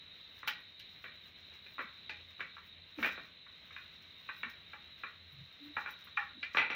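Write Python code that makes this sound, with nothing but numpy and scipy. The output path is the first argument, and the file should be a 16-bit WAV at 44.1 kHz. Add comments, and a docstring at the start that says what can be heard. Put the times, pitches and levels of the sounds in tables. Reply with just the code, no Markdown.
"""A small hard room: on its stone floor, a hand kneads wet lentil paste on a thin steel plate.
With each push the plate, deadened by the paste, knocks on the floor or groans as it sticks and slips;
at the end it rocks and rings freely. The paste squishes softly as tiny wet films burst, and glass
bangles tink now and then. Behind it all, insects trill steadily over a low room tone."""
import sys
import numpy as np
from scipy import signal
from scipy.fft import rfft, irfft
from scipy.io import wavfile
from scipy.ndimage import uniform_filter1d

SR = 44100
rng = np.random.default_rng(int(sys.argv[2]) if len(sys.argv) > 2 else 0)


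def output_pcm(signal):
    """Save a mono or channel-first signal as 16-bit PCM at the path in sys.argv[1].

    Samples are clipped to [-1, 1] before scaling.
    """
    pcm = np.clip(np.atleast_2d(signal).T, -1, 1) * 32767
    wavfile.write(sys.argv[1], SR, np.round(pcm).astype(np.int16))


N = 297675
LEAD_S = .004  # pre-roll ahead of each knock's attack

# the steel's ring-out: f/Hz, relative level/dB, t60/s
STEEL_MODES = [(512, -18, .35), (660, -17, .35), (1115, -14, .15), (1430, -14, .3), (1722, -12, .35),
               (1900, -7, .35), (2007, 0, .26), (2068, -6, .3), (2325, 1, .24), (2384, 0, .22),
               (2415, -7, .25), (2630, -9, .2), (5700, -21, .14)]
def plate(free_from_s=6.56, free_db=-14, held_db=-27, bottom_db=-6, sing_db=-12):
    """Each knock echoes in the room and sets the steel ringing, faintly while the hand holds it."""
    out, t = np.zeros(N), np.arange(SR // 3) / SR
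    pressed = 1 - np.exp(-t / .0214)  # the push goes on bending the bottom, so two modes glide
    for s, db, centre_hz, tick_db, thud_db, flex_db in contacts():
        hit = knock(db, centre_hz, tick_db, thud_db, flex_db)
        add(out, s - LEAD_S, signal.fftconvolve(hit, room(near_db=-1.5, near_s=.013, tail_db=-4)))
        for hz, level, t60 in STEEL_MODES:
            ring_db = db + level + (free_db if s > free_from_s else held_db)
            add(out, s + rng.uniform(.0011, .00305), ring(np.full(len(t), hz), ring_db, t60))
        if s < free_from_s:
            tension = 1 + .004 * drift(30, size=len(t)) + .012 * rng.standard_normal()
            add(out, s, ring((900 - 75 * pressed) * tension, flex_db + bottom_db, t60=.25))
            add(out, s, ring((1560 + 330 * pressed) * tension, db + sing_db, t60=.25))
    return out


# knock cues, each layer on its own relative scale:
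# t/s, body level/dB, body centre f/Hz, tick level/dB, thud level/dB, flex level/dB, rebounds (rounded)
KNOCK_CUES = [(.43, -39, 1200, -70, -53, -61, 0), (.475, -28.5, 1690, -34.5, -44, -42, 0),
              (.48, -31.5, 2630, -29, -58, -47.5, 0), (.797, -49.5, 3150, -44.5, -69, -86, 0),
              (1.041, -39, 1800, -67, -51, -69, 1), (1.663, -48, 2400, -89, -59, -76, 0),
              (1.781, -37.5, 1150, -66, -49, -57, 0), (1.791, -32, 1400, -66, -42, -60, 1),
              (2.095, -34, 2580, -58, -47.5, -47.5, 0), (2.394, -43.5, 1150, -72, -51, -72, 0),
              (2.405, -32, 1800, -61, -46, -64, 0), (2.566, -45.5, 1100, -71, -68, -79, 1),
              (2.986, -40.5, 1880, -69, -39, -54, 2), (3.028, -25.5, 1820, -45, -37.5, -54, 0),
              (3.045, -26, 1930, -43, -34, -40.5, 3), (3.177, -39.5, 1430, -74, -43, -62, 0),
              (3.466, -50.5, 1407, -91.5, -65, -78, 0), (3.707, -48, 1610, -80, -62, -79, 0),
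              (3.763, -37.5, 1800, -85, -65, -82, 0), (4.289, -33.5, 1520, -69, -52.5, -54, 0),
              (4.432, -30, 1700, -68, -48, -53, 0), (4.733, -42, 1560, -86, -56, -49, 0),
              (5.035, -33.5, 1420, -85, -48.5, -68, -0.5), (5.767, -28.5, 1370, -70, -42.5, -34.5, 0),
              (5.86, -34.5, 1460, -74, -49.5, -46, 1), (6.07, -51, 1290, -75, -76, -70, 0),
              (6.172, -24, 1480, -64, -70, -33, 0), (6.429, -31, 2460, -96, -52, -63, 0),
              (6.547, -28.5, 1380, -58, -35.5, -54.5, 0), (6.57, -19, 2050, -50, -31.5, -30.5, 2.5),
              (6.617, -30, 2020, -71, -44, -33, 3), (6.701, -29.5, 2060, -64, -38.5, -41, 3)]
def contacts(rebound_s=.0145, loss_db=4, blunt_db=3):
    """The plate hits the floor and may rock back onto it, each rebound weaker and blunter."""
    for s, db, centre_hz, tick_db, thud_db, flex_db, rebounds in KNOCK_CUES:
        for k in range(round(rebounds) + 1):
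            loss = k * loss_db
            blunted_db = tick_db - loss - k * blunt_db
            yield s + k * rebound_s, db - loss, centre_hz, blunted_db, thud_db - loss, flex_db - loss


# broad resonances of the plate under its paste: f/Hz, width/Hz, relative level/dB
BODY_BANDS = [(1126, 210, 1), (1419, 126, 1.5), (1613, 130, -2), (1940, 120, 2), (2361, 154, 6.5),
              (2700, 190, -3.5), (2790, 640, -11.5), (3780, 1200, -3.5)]
# EQ of the sharp tick on top: f/Hz, relative level/dB
TICK_EQ = [(1500, -38), (3000, 16.5), (4400, 5), (5800, -0.5), (8000, -18), (11500, -15.5), (13700, -4.5),
           (15000, -4.5), (17000, -30.5)]
# EQ of the dull thud underneath: f/Hz, relative level/dB
THUD_EQ = [(60, -18.5), (150, -9.5), (230, -2), (380, -2.5), (550, 0), (900, -9), (2000, -36)]
def knock(db, centre_hz, tick_db, thud_db, flex_db, spread_octaves=.65, detune=.029):
    """One hit: the spot struck favours some resonances, and the load shifts them a little."""
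    hz = np.fft.rfftfreq(4096, 1 / SR)
    shifts = 1 + detune * rng.standard_normal(len(BODY_BANDS))
    body = sum(amp(level) * resonance(hz, f * shift, width)
               for (f, width, level), shift in zip(BODY_BANDS, shifts))
    body *= np.exp(-.5 * (np.log2((hz + 1) / centre_hz) / spread_octaves) ** 2)
    flex = resonance(hz, centre_hz=870, width_hz=280) ** 2  # the bottom giving way
    layers = [(db + 18, body), (tick_db + 15, eq_gain(TICK_EQ, hz)),
              (thud_db + 14, eq_gain(THUD_EQ, hz)), (flex_db + 13, flex)]
    power = sum((amp(level) * unit(shape)) ** 2 for level, shape in layers)
    return bending_pulse(np.sqrt(power))


def bending_pulse(gain, travel_s=.002434, scatter_s=.001008):
    """Bending waves smear a click of this spectrum, the treble arriving first."""
    size = len(gain)
    hz = np.linspace(0, SR / 2, size)
    log_gain = np.log(np.maximum(gain, gain.max() * 1e-5))
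    mirrored = np.concatenate([log_gain, log_gain[-2:0:-1]])
    minimum_phase = np.exp(np.conj(signal.hilbert(mirrored)))[:size]
    scatter = unit(uniform_filter1d(uniform_filter1d(rng.standard_normal(size), size=24), size=16))
    delay_s = LEAD_S + travel_s * np.sqrt(1000 / (hz + 700)) + scatter_s * scatter
    pulse = irfft(minimum_phase * np.exp(-2j * np.pi * np.cumsum(delay_s) * hz[1]))[:size]
    return pulse * signal.windows.tukey(size, .12)


# rim drags: t/s, length/s, start f/Hz, end f/Hz, level/dB, roughness/0-1
GROAN_CUES = [(1.785, .085, 260, 230, -57, 1.), (2.972, .035, 315, 280, -46, .6),
              (2.99, .09, 235, 220, -48, .8), (4.44, .07, 235, 225, -60, .7),
              (5.305, .18, 140, 132, -57, .55), (5.59, .16, 288, 296, -54, .22),
              (6.33, .11, 250, 270, -63, .9)]
def groans():
    """The pushed plate sticks and slips on the floor in short, low, unsteady tones."""
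    out = np.zeros(N)
    for s, length, start_hz, end_hz, db, rough in GROAN_CUES:
        size = int(length * SR)
        cycles = np.cumsum(np.linspace(start_hz, end_hz, size)) / SR
        slip, grip = drift(43)[:size], drift(27)[:size]
        tone = (1 + rough * grip) * np.sin(2 * np.pi * cycles + rough * slip)
        add(out, s, amp(db) * unit(tone) * signal.windows.tukey(size, .7))
    return out


# EQ of the wet squish: f/Hz, relative level/dB
SQUISH_EQ = [(1500, -40), (3500, -10.5), (5700, -4.5), (7000, -16), (8300, -28), (14000, -26)]
# EQ of the fine sticky fizz: f/Hz, relative level/dB
FIZZ_EQ = [(5000, -4), (8000, -20), (11500, -11.5), (13700, -35), (14400, 1), (15000, 7), (16000, -6)]
# EQ of the gritty rub: f/Hz, relative level/dB
RUB_EQ = [(150, -24), (400, -19.5), (800, -12.5), (1400, -4), (2300, -1.5), (3300, -4), (5000, -38.5),
          (8000, -49.5)]
def paste(squish_db=-4, fizz_db=-3, rub_db=-74, rub_exponent=.47, rest_db=-91):
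    """Tiny wet films burst under the fingers while coarse grains rub over the steel."""
    wet, sticky = kneading(rest_db)
    squish = amp(squish_db) * wet * crackle(SQUISH_EQ, per_s=700, spread_db=3.6)
    fizz = amp(fizz_db) * sticky * crackle(FIZZ_EQ, per_s=1700, spread_db=2.5)
    rub = amp(rub_db) * (wet / amp(rest_db)) ** rub_exponent * crackle(RUB_EQ, per_s=1500, spread_db=1)
    return signal.fftconvolve(squish + fizz + rub, room(near_db=-18, near_s=.003, tail_db=-5))[:N]


# finger sweeps, one per turn of the hand: t/s, length/s, relative level/dB
SWEEP_CUES = [(-.1, 0.81, -83), (0.774, 1.35, -82.5), (2.038, 0.7, -83), (2.813, 0.56, -79),
              (3.413, 1.46, -79.5), (4.7, 0.97, -81.5), (5.6, 0.78, -81.5), (6.402, 0.44, -82.5)]
# paste squeezed or peeling off skin: peak t/s, swell/s, relative squish level/dB, relative fizz level/dB
SQUELCH_CUES = [(.39, 0.039, -70, -66), (.478, 0.0034, -60, -47), (1.07, 0.2, -79, -74),
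                (1.28, .04, -75, -71), (1.55, 0.033, -70, -79), (1.74, .08, -78, -70),
                (1.82, .02, -70, -70), (2.1, .005, -63, -76), (2.41, 0.018, -68, -76),
                (2.67, 0.024, -82, -69), (3.025, 0.024, -55.5, -55), (3.065, .02, -57, -51.5),
                (3.13, .04, -64, -65), (3.73, .01, -70, -78), (4.025, 0.014, -74, -77),
                (4.385, 0.019, -79, -65), (4.497, .01, -66, -69), (4.99, .01, -75, -70),
                (5.33, .02, -75, -76), (5.66, 0.038, -73, -69), (5.81, 0.038, -65.5, -66),
                (5.905, 0.027, -65, -66), (6.048, .01, -84, -68), (6.19, 0.019, -67, -73),
                (6.451, .03, -69.5, -79), (6.575, 0.024, -53.5, -64), (6.705, .005, -65, -86)]
def kneading(rest_db, attack_s=.15, release_s=.1, lumps_db=2.5, sweep_fizz_db=-1, let_go_s=.019):
    """The hand rides the squish and fizz envelopes: long sweeps, and squelches that swell and let go."""
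    t = np.arange(N) / SR
    wet_power = np.full(N, amp(rest_db) ** 2)  # even the resting hand stirs a little
    for s, length, db in SWEEP_CUES:
        fade = np.clip(np.minimum((t - s) / attack_s, (s + length - t) / release_s), 0, 1)
        wet_power += (amp(db) * fade) ** 2
    wet_power *= amp(lumps_db * drift(14)) ** 2  # lumps make the sweeps uneven
    sticky_power = wet_power * amp(sweep_fizz_db) ** 2
    for s, swell_s, wet_db, sticky_db in SQUELCH_CUES:
        squeeze = np.exp(-2 * np.maximum((s - t) / swell_s, (t - s) / let_go_s).clip(0, 20))
        wet_power += amp(wet_db) ** 2 * squeeze
        sticky_power += amp(sticky_db) ** 2 * squeeze
    return np.sqrt(wet_power), np.sqrt(sticky_power)


def crackle(curve, per_s, spread_db):
    """A texture of tiny pops, a few of them large."""
    sizes = amp(spread_db * np.minimum(rng.exponential(1, N), 5)) * rng.choice([-1, 1], N)
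    return equalise(sizes * (rng.random(N) < per_s / SR), curve)


# bangles touching: t/s, relative level/dB
TINK_CUES = [(0.6005, -74), (4.4982, -64), (5.3243, -66), (5.6534, -74), (5.906, -58), (6.042, -60)]
# the glass's ring-out: f/Hz, relative level/dB, t60/s
GLASS_MODES = [(5600, -8, .15), (10330, -3, 0.087), (11400, 3.5, 0.078), (11750, -5, 0.088),
               (15000, 8.5, .1)]
def bangles(trim_db=-9, flutter_hz=35):
    """Thin glass rings touch with a tiny high tink."""
    out = np.zeros(N)
    for s, db in TINK_CUES:
        for hz, level, t60 in GLASS_MODES:
            pitch = hz + flutter_hz * drift(150, size=SR // 5)
            add(out, s, ring(pitch, db + level + trim_db + 2 * rng.standard_normal(), t60))
    return out


# EQ of the insect bed: f/Hz, relative level/dB
TRILL_EQ = [(2800, -53), (3400, -13.5), (3700, -0.5), (3950, -1), (4120, -8), (4280, -14), (4600, -29.5)]
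# tones within the trill: f/Hz, relative level/dB
TRILL_TONES = [(3725, -65.5), (3892, -64), (3951, -71), (4000, -67), (4113, -71.5)]
def insects(chorus_db=-60, tones_trim_db=-3.5, pulse_hz=57, throb=.29, waver_hz=1.52):
    """A far chorus trills in one narrow band, with a few steadier tones standing out."""
    t = np.arange(N) / SR
    pulses = 1 + throb * np.sin(2 * np.pi * np.cumsum(pulse_hz + 3 * drift(3)) / SR)
    chorus = unit(equalise(rng.standard_normal(N), TRILL_EQ) * pulses) * amp(chorus_db + 1.2 * drift(6.1))
    wander = np.cumsum(waver_hz * drift(3.07)) / SR
    tones = np.zeros(N)
    for hz, db in TRILL_TONES:
        flicker = 1 + .74 * drift(12.6)
        tones += amp(db + tones_trim_db) * flicker * np.sin(2 * np.pi * (hz * t + wander + rng.random()))
    return chorus + np.sqrt(2) * tones


# reverb time of the walls: f/Hz, t60/s
ROOM_DECAY = [(200, 0.32), (900, 0.27), (1800, 0.37), (3000, 0.28), (6000, 0.19), (14000, 0.064)]
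def room(near_db, near_s, tail_db, size=20000):
    """One path to the microphone: direct sound, quick echoes off plate and floor, then the walls."""
    t = np.arange(size) / SR
    near, far = rng.choice([-1., 1.], (2, size)) * (rng.random((2, size)) < 4000 / SR)
    near = near * np.exp(-t / near_s) * (t > .0008)
    hz, frame_s, spectra = signal.stft(far * (1 - np.exp(-t / .0034)), SR, nperseg=256)
    decay = amp(-60 * frame_s / curve_at(ROOM_DECAY, hz)[:, None])
    tail = signal.istft(spectra * decay, SR, nperseg=256)[1][:size]
    return (t == 0) + (amp(near_db) * unit(near) + amp(tail_db) * unit(tail)) / np.sqrt(size)


# EQ of the room's murmur: f/Hz, relative level/dB
MURMUR_EQ = [(15, -52), (25, -23.5), (85, -2), (131, -10), (160, -6), (284, -14), (321, -15), (581, -16),
             (618, -14), (774, -22), (1140, -21), (1340, -23), (2110, -10), (3300, -11), (4290, -53.5),
             (7260, -120)]
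# EQ of the hiss: f/Hz, relative level/dB
HISS_EQ = [(2500, -24), (3300, 8.5), (4600, -17.5), (6000, -10), (8000, -20), (16000, -18.5)]
def room_tone(murmur_db=-63, swell_db=1.2, hum_hz=85, hum_db=-73, hiss_db=-79):
    """A bed of low murmur, unsteady hum and faint hiss."""
    murmur = amp(murmur_db + swell_db * drift(12)) * equalise(rng.standard_normal(N), MURMUR_EQ)
    hum = amp(hum_db) * drift(4.8) * np.sin(2 * np.pi * hum_hz * np.arange(N) / SR)
    return murmur + hum + amp(hiss_db) * equalise(rng.standard_normal(N), HISS_EQ)


def ring(hz, db, t60):
    """One mode with a fast attack, dying away along a pitch curve."""
    t = np.arange(len(hz)) / SR
    attack = 1 - np.exp(-(t / .002) ** 2)
    return amp(db - 60 * t / t60) * attack * np.sin(2 * np.pi * np.cumsum(hz) / SR)


def resonance(hz, centre_hz, width_hz):
    """Gain of one resonant peak."""
    return 1 / (1 + ((hz - centre_hz) / (width_hz / 2)) ** 2)


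def curve_at(curve, hz):
    """Reads a curve along a log-frequency axis."""
    f, value = np.transpose(curve)
    return np.interp(np.log(hz + 1), np.log(f + 1), value)


def eq_gain(curve, hz):
    """Gain of an EQ curve, rolling off 36 dB per octave beyond its ends."""
    octaves_out = abs(np.log2((hz + 1) / np.clip(hz + 1, curve[0][0], curve[-1][0])))
    return amp(curve_at(curve, hz) - 36 * octaves_out)


def equalise(x, curve):
    """Runs a sound through an EQ curve, to rms 1."""
    return unit(irfft(rfft(x) * eq_gain(curve, np.fft.rfftfreq(len(x), 1 / SR)), len(x)))


def drift(rate_hz, size=N):
    """Smooth random modulation of rms 1."""
    hz = np.fft.rfftfreq(size, 1 / SR)
    return unit(irfft(rfft(rng.standard_normal(size)) / (1 + (hz / rate_hz) ** 4), size))


def amp(db):
    """Decibels to gain."""
    return 10 ** (np.asarray(db) / 20)


def unit(x):
    """Scales to rms 1."""
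    return x / np.sqrt(np.mean(x ** 2) + 1e-20)


def add(mix, s, sound):
    """Mixes a sound in at time s."""
    part = mix[max(round(s * SR), 0):][:len(sound)]
    part += sound[:len(part)]


def scene():
    """The mono mix, heard from above the plate."""
    return (plate() + groans() + paste() + bangles() + insects() + room_tone())[None]


def record(dry):
    """A steep high cut on the whole mix."""
    high_cut = signal.firwin(511, cutoff=15950, window=("kaiser", 9), fs=SR)
    return signal.oaconvolve(dry, high_cut[None], "same")


dry = scene()
out = record(dry)
output_pcm(out)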